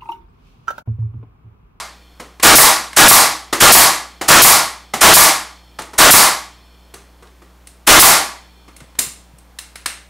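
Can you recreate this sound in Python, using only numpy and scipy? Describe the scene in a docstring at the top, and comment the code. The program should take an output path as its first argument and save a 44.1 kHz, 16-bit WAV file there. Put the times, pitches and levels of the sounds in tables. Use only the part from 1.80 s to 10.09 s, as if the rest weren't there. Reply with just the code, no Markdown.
"""Pneumatic nailer in a workshop

A nailer pins pine battens to a panel on a workbench, close to the microphone, in a hard-walled workshop.
Each shot is a driver blow, a blast of exhaust air and the thump of the returning piston, all overloading the
input: shaped noise bursts, with resonances for the blow and thump. Between shots the nose knocks on the wood,
steel parts click and the bench is softly bumped, over faint mains hum and the rush of the room.
"""
import sys
import numpy as np
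from scipy import signal
from scipy.fft import rfft, irfft
from scipy.io import wavfile

SR = 44100
rng = np.random.default_rng(int(sys.argv[2]) if len(sys.argv) > 2 else 0)


def to_wav(s):
    """Save 16-bit WAV."""
    ch = np.atleast_2d(s).T  # columns
    pcm = np.round(np.clip(ch, -1, 1) * 32767)  # PCM
    wavfile.write(sys.argv[1], SR, pcm.astype(np.int16))


N = 365588

# Shots, the first before time zero. Each row: nail entry in seconds, driver blow level in dB,
# time the trigger is held in seconds.
SHOTS = [(-.385, 13, 0.11), (.633, 20.5, .119), (1.170, 20, 0.11), (1.808, 20, .111), (2.487, 20.5, 0.13),
         (3.215, 20, .121), (4.187, 20, .120), (6.075, 24.5, 0.12)]
# The nose set down on the wood. Each row: contact in seconds, relative level in dB, wood note in Hz.
KNOCKS = [(.399, -23.5, 503), (1.729, -6, 333), (2.414, -12.5, 746), (3.138, -10, 784), (3.989, -18.5, 880),
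          (4.135, -25.5, 970), (5.14, -31, 425), (5.425, -35.5, 418), (5.62, -38, 340), (6.881, -35.5, 299),
          (7.006, -38.5, 258), (7.188, -20.5, 242)]
# Soft bumps against the bench. Each row: start in seconds, level in dB.
BUMPS = [(7.016, -28), (7.266, -26), (7.533, -31)]
# Trigger, magazine catch and other loose steel. Each row: time in seconds, relative level in dB,
# treble tilt in dB per octave, ring in Hz.
CLICKS = [(.599, -19, -6, 1097), (1.131, -22, -4.5, 1126), (4.020, -25, -2.5, 7100), (5.141, -26, 0, 6140),
          (5.472, -43, -4, 3650), (5.872, -29, 0.5, 8900), (6.965, -31.5, 0, 9530), (7.004, -32, -5, 8000),
          (7.153, -36, -7, 3570), (7.190, 0.5, 3, 7200), (7.585, -39, 1.5, 8400), (7.788, -17, -1, 4020),
          (7.957, -21.5, -3.5, 10450), (8.06, -7, -3, 8730)]

# Resonances. Each row: centre in Hz, width in Hz, level of the resonance in dB relative to its excitation.
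PANEL_MODES = [(312.8, 8.1, 1), (480, 14, -7.5), (630, 14, -4), (785, 18, -4.5), (1135.3, 20, -3),
               (1191, 16, -4.5), (1410, 20, 0.5), (1677, 18, -2)]  # pine panel and gun body
STEEL_MODES = [(2120, 260, -4.5), (2760, 150, 0), (3680, 60, 0.5), (4080, 470, 0), (5170, 100, -1),
               (6210, 80, -5), (8400, 230, 3.5), (10600, 200, -4.5)]  # small steel parts
NOSE_MODES = [(1200, 160, -2.5), (2000, 240, 0.5)]  # nose of the gun
# Mode clusters of the magazine spring. Each row: centre in Hz, width in Hz, relative peak level in dB.
SPRING_CLUSTERS = [(2400, 80, 0), (3140, 190, -2.5), (3470, 250, -3), (4324, 220, -1), (5330, 170, -5.5)]

# Noise spectra of the sources. Each row: frequency in Hz, relative level in dB per Hz.
BLOW_SPECTRUM = [(30, -10), (120, -13), (300, -7.5), (480, -7.5), (750, -3), (1120, -1.5), (1500, -3),
                 (2200, -6.5), (2800, -8.5), (4500, -10.5), (9000, -12), (12000, -19), (16000, -33.5)]  # driver blow and nail entry
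RETURN_SPECTRUM = [(30, -26.5), (150, -13.5), (480, -13), (750, -1), (1120, 2), (1500, -7), (2100, -3),
                   (2800, -14), (5000, -16), (16000, -29)]  # piston at its top stop
EXHAUST_SPECTRUM = [(100, -28), (1000, -22), (2800, -8.5), (4500, -0.5), (6000, -2), (7200, -0.5),
                    (9000, 1), (12000, 1.5), (14000, -4), (16000, -5.5)]  # vented air jet
KNOCK_SPECTRUM = [(50, -10), (170, -2.5), (330, 3), (600, -1.5), (1100, 0.5), (1600, -3.5), (2200, -6.5),
                  (3500, -8), (7000, -10), (11000, -15.5), (16000, -28)]  # nose on wood
CLICK_SPECTRUM = [(100, -28), (450, -18), (900, -9.5), (1500, -2), (2200, -2.5), (4000, -5), (8000, -1),
                  (11000, -2), (13000, -9.5), (16000, -12.5)]  # steel clicks and head valve
AIR_SPECTRUM = [(25, -3.5), (100, -4), (220, -1), (450, -3), (900, -3), (1600, -9), (4000, -16.5),
                (8000, -20), (16000, -23)]  # soft rush of the room
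# Mains hum. Each row: multiple of the mains frequency, level in dB rms.
HUM = [(1, -48.5), (2, -66), (3, -60.5), (5, -66)]
# Workshop reverberation. Each row: band centre in Hz, time to decay by 60 dB in seconds.
ROOM_T60 = [(60, 0.36), (300, 0.46), (1000, 0.43), (2500, 0.45), (5000, 0.42), (9000, 0.35), (15000, .25)]

MAINS_HZ, BENCH_HZ = 60, 147
TOP_HZ = 15700  # upper limit of the recorded band
LEAD = SR // 2  # samples of run-up, so that an earlier shot is still dying away
SPAN = 2 ** 15  # samples in one burst
AGE = np.arange(SPAN) / SR  # time since the start of a burst, s
EXHAUST_DB, RETURN_DB = 19, 15.5  # the same air pressure vents and resets the gun each time
RETURN_S = .031  # the piston's way back up, once the exhaust has opened
FIRM_DB = -17  # knock level that leaves the spectrum untilted
DULLING = 0.087  # tilt in dB per octave for each dB above (brighter) or below (duller) FIRM_DB
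TIP_LAG_S, TIP_DB = .002, -6  # click of the safety tip: delay, and level added to the KNOCKS level


def nailer(valve_s=.0115, stroke_s=.014):
    """Pneumatic cycle: valve opens, nail meets wood, stroke ends; on release the gun vents and resets."""
    track = np.zeros(LEAD + N)
    for s, blow_db, held_s in SHOTS:
        release_s = s + held_s
        add(track, s - valve_s, head_valve())
        add(track, s, amp(blow_db) * nail_entry())
        add(track, s + stroke_s, amp(blow_db) * driver_blow())
        add(track, release_s, amp(EXHAUST_DB) * exhaust())
        add(track, release_s + RETURN_S, amp(RETURN_DB) * piston_return())
        add(track, s, spring())
    return track


def driver_blow(t60=0.12, rise_s=0.0021, wet_db=-2):
    """Impact excitation: the nail is driven home, the piston hits its bumper and the panel rings."""
    return ring(burst(BLOW_SPECTRUM, rise_s, t60, wet_db), PANEL_MODES)


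def exhaust(t60=0.15, rise_s=0.0027, wet_db=-1.0):
    """Jet noise: the trigger is let go, the cylinder vents and the jet fades as the pressure falls."""
    return burst(EXHAUST_SPECTRUM, rise_s, t60, wet_db)


def piston_return(t60=0.057, rise_s=0.00052, wet_db=-2):
    """Impact excitation: the piston hits its top stop and shakes gun and panel again."""
    return ring(burst(RETURN_SPECTRUM, rise_s, t60, wet_db), PANEL_MODES)


def nail_entry(level_db=-13, t60=0.036, rise_s=0.0014, wet_db=-6):
    """Impact excitation: the point of the nail bites into the batten and excites the panel modes."""
    return amp(level_db) * ring(burst(BLOW_SPECTRUM, rise_s, t60, wet_db), PANEL_MODES)


def head_valve(level_db=4, t60=0.15, rise_s=0.01, wet_db=-2):
    """Flow noise: air rushes into the cylinder and the driver shears a nail off the strip."""
    inrush = burst(CLICK_SPECTRUM, rise_s, t60, wet_db)
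    return amp(level_db) * swell(rise_s) * inrush  # the second swell softens the onset further


def spring(level_db=-46, t60=3.7):
    """Light damping: clusters of close coil modes ring far longer than the room."""
    age = np.arange(4 * SPAN) / SR
    hz = np.fft.rfftfreq(len(age), 1 / SR)
    gain = 0
    for centre, width, db in SPRING_CLUSTERS:
        gain = gain + amp(db) / (1 + (2 * (hz - centre) / width) ** 2)
    hiss = rfft(rng.standard_normal(len(age)))
    coils = irfft(hiss * gain)
    return amp(level_db) * coils / coils.std() * fade(t60, age)


def knocks(t60=0.074, note_q=7, note_db=3.5, rise_s=0.0033, wet_db=0, level_db=-2, tip_tilt=1.7):
    """Contact impact: nose meets batten, safety tip clicks; the spot sets the note, the force the brightness."""
    track = np.zeros(LEAD + N)
    for s, db, note_hz in KNOCKS:
        tilt = DULLING * (db - FIRM_DB)
        contact = burst(KNOCK_SPECTRUM, rise_s, t60, wet_db, tilt)
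        wood_note = (note_hz, note_hz / note_q, note_db)
        knock = ring(contact, [wood_note, *NOSE_MODES])
        add(track, s - rise_s, amp(db + level_db) * knock)
        add(track, s + TIP_LAG_S, amp(db + TIP_DB) * steel_click(tip_tilt))
    return track


def clicks(ring_q=32, ring_db=5, level_db=4, lead_s=.0018):
    """Resonance of small parts: each catch snaps with a ring of its own."""
    track = np.zeros(LEAD + N)
    for s, db, tilt, ring_hz in CLICKS:
        own_ring = (ring_hz, ring_hz / ring_q, ring_db)
        add(track, s - lead_s, amp(db + level_db) * steel_click(tilt, [own_ring]))
    return track


def steel_click(tilt, modes=(), t60=0.021, rise_s=0.0029, wet_db=-2):
    """Impact excitation: a sprung steel part snaps home with a short crack and a thin ring."""
    return ring(burst(CLICK_SPECTRUM, rise_s, t60, wet_db, tilt), [*STEEL_MODES, *modes])


def bumps(t60=0.054, rise_s=0.0033):
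    """Low-pass action of a slow contact: a soft bump wakes only one low note of the bench."""
    track = np.zeros(LEAD + N)
    note = np.sin(2 * np.pi * BENCH_HZ * AGE)
    for s, db in BUMPS:
        add(track, s, amp(db) * swell(rise_s) * fade(t60) * note)
    return track


def background(air_db=-53):
    """Harmonic series and broadband noise: mains hum, mostly odd harmonics, in the soft rush of the room."""
    t = np.arange(N) / SR
    hum = 0
    for multiple, db in HUM:
        cycles = round(multiple) * MAINS_HZ * t + rng.random()
        hum = hum + amp(db) * np.sqrt(2) * np.sin(2 * np.pi * cycles)  # sqrt(2): rms to peak
    return hum + amp(air_db) * noise(AIR_SPECTRUM, size=N)


def burst(spectrum, rise_s, t60, wet_db, tilt=0):
    """Energy balance of a room: it stores a noisy burst as a diffuse echo and decays at each band's own rate."""
    octave = np.log2(np.maximum(np.fft.rfftfreq(SPAN, 1 / SR), 1))
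    centres, room_t60s = np.transpose(ROOM_T60)
    colour = rfft(noise(spectrum, tilt=tilt))
    direct = (swell(rise_s) * fade(t60)) ** 2  # energy
    out = 0
    for row, room_t60 in zip(np.eye(len(centres)), room_t60s):
        share = np.interp(octave, np.log2(centres), row)  # overlapping bands that sum to one
        band = irfft(colour * share)
        kept = fade(room_t60, 1 / SR) ** 2  # share of the room's energy left after one sample
        stored = signal.lfilter([1 - kept], [1, -kept], direct)
        energy = direct + amp(wet_db) ** 2 * stored
        out = out + band * np.sqrt(energy)
    return out


def ring(x, modes):
    """Modal superposition: a burst together with the damped resonances that it excites."""
    out = x
    for hz, width, db in modes:
        b, a = signal.iirpeak(hz, hz / width, fs=SR)
        out = out + amp(db) * signal.lfilter(b, a, x)
    return out


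def noise(spectrum, size=SPAN, tilt=0):
    """Spectral shaping: unit-rms noise of the given colour, tilted in dB per octave above 200 Hz."""
    hz = np.fft.rfftfreq(size, 1 / SR)
    gain = amp(along(spectrum, hz) + tilt * np.log2(np.maximum(hz, 200)))
    x = irfft(rfft(rng.standard_normal(size)) * gain, size)
    return x / x.std()


def swell(rise_s):
    """Finite contact time: the smooth onset of a contact or of a valve opening."""
    return 1 - np.exp(-(AGE / rise_s) ** 2)


def fade(t60, age=AGE):
    """Exponential damping: a decay by 60 dB in t60 seconds."""
    return np.exp(-np.log(1000) * age / t60)


def along(points, hz):
    """Logarithmic pitch scale: read (Hz, value) points by linear interpolation in log frequency."""
    f, value = np.transpose(points)
    return np.interp(np.log(np.maximum(hz, 1)), np.log(f), value)


def amp(db):
    """Logarithmic level: decibels to amplitude gain."""
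    return 10 ** (np.asarray(db) / 20)


def add(track, s, sound):
    """Linear superposition: mix a sound into the track at time s."""
    start = max(int(s * SR) + LEAD, 0)
    part = sound[:max(len(track) - start, 0)]
    track[start:start + len(part)] += part


def scene():
    """Superposition at the microphone: the sum of all sources reaches both channels alike."""
    events = nailer() + knocks() + clicks() + bumps()
    sound = events[LEAD:] + background()
    return np.array([sound, sound])


def record(dry, ceiling=0.61, side_db=-30, side_hz=6000):
    """Input overload: peaks clip flat, the treble gains a little stereo width, and the band is limited."""
    clipped = np.clip(dry, -ceiling, ceiling)
    high_pass = signal.butter(4, side_hz, "high", fs=SR, output="sos")
    treble = signal.sosfilt(high_pass, clipped[0])
    side = amp(side_db) * np.roll(treble, SR // 1000)  # about 1 ms late, opposite in the two channels
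    wide = clipped + np.array([side, -side])
    low_pass = signal.ellip(12, .1, 80, TOP_HZ, fs=SR, output="sos")
    return signal.sosfilt(low_pass, wide)


dry = scene()
out = record(dry)
to_wav(out)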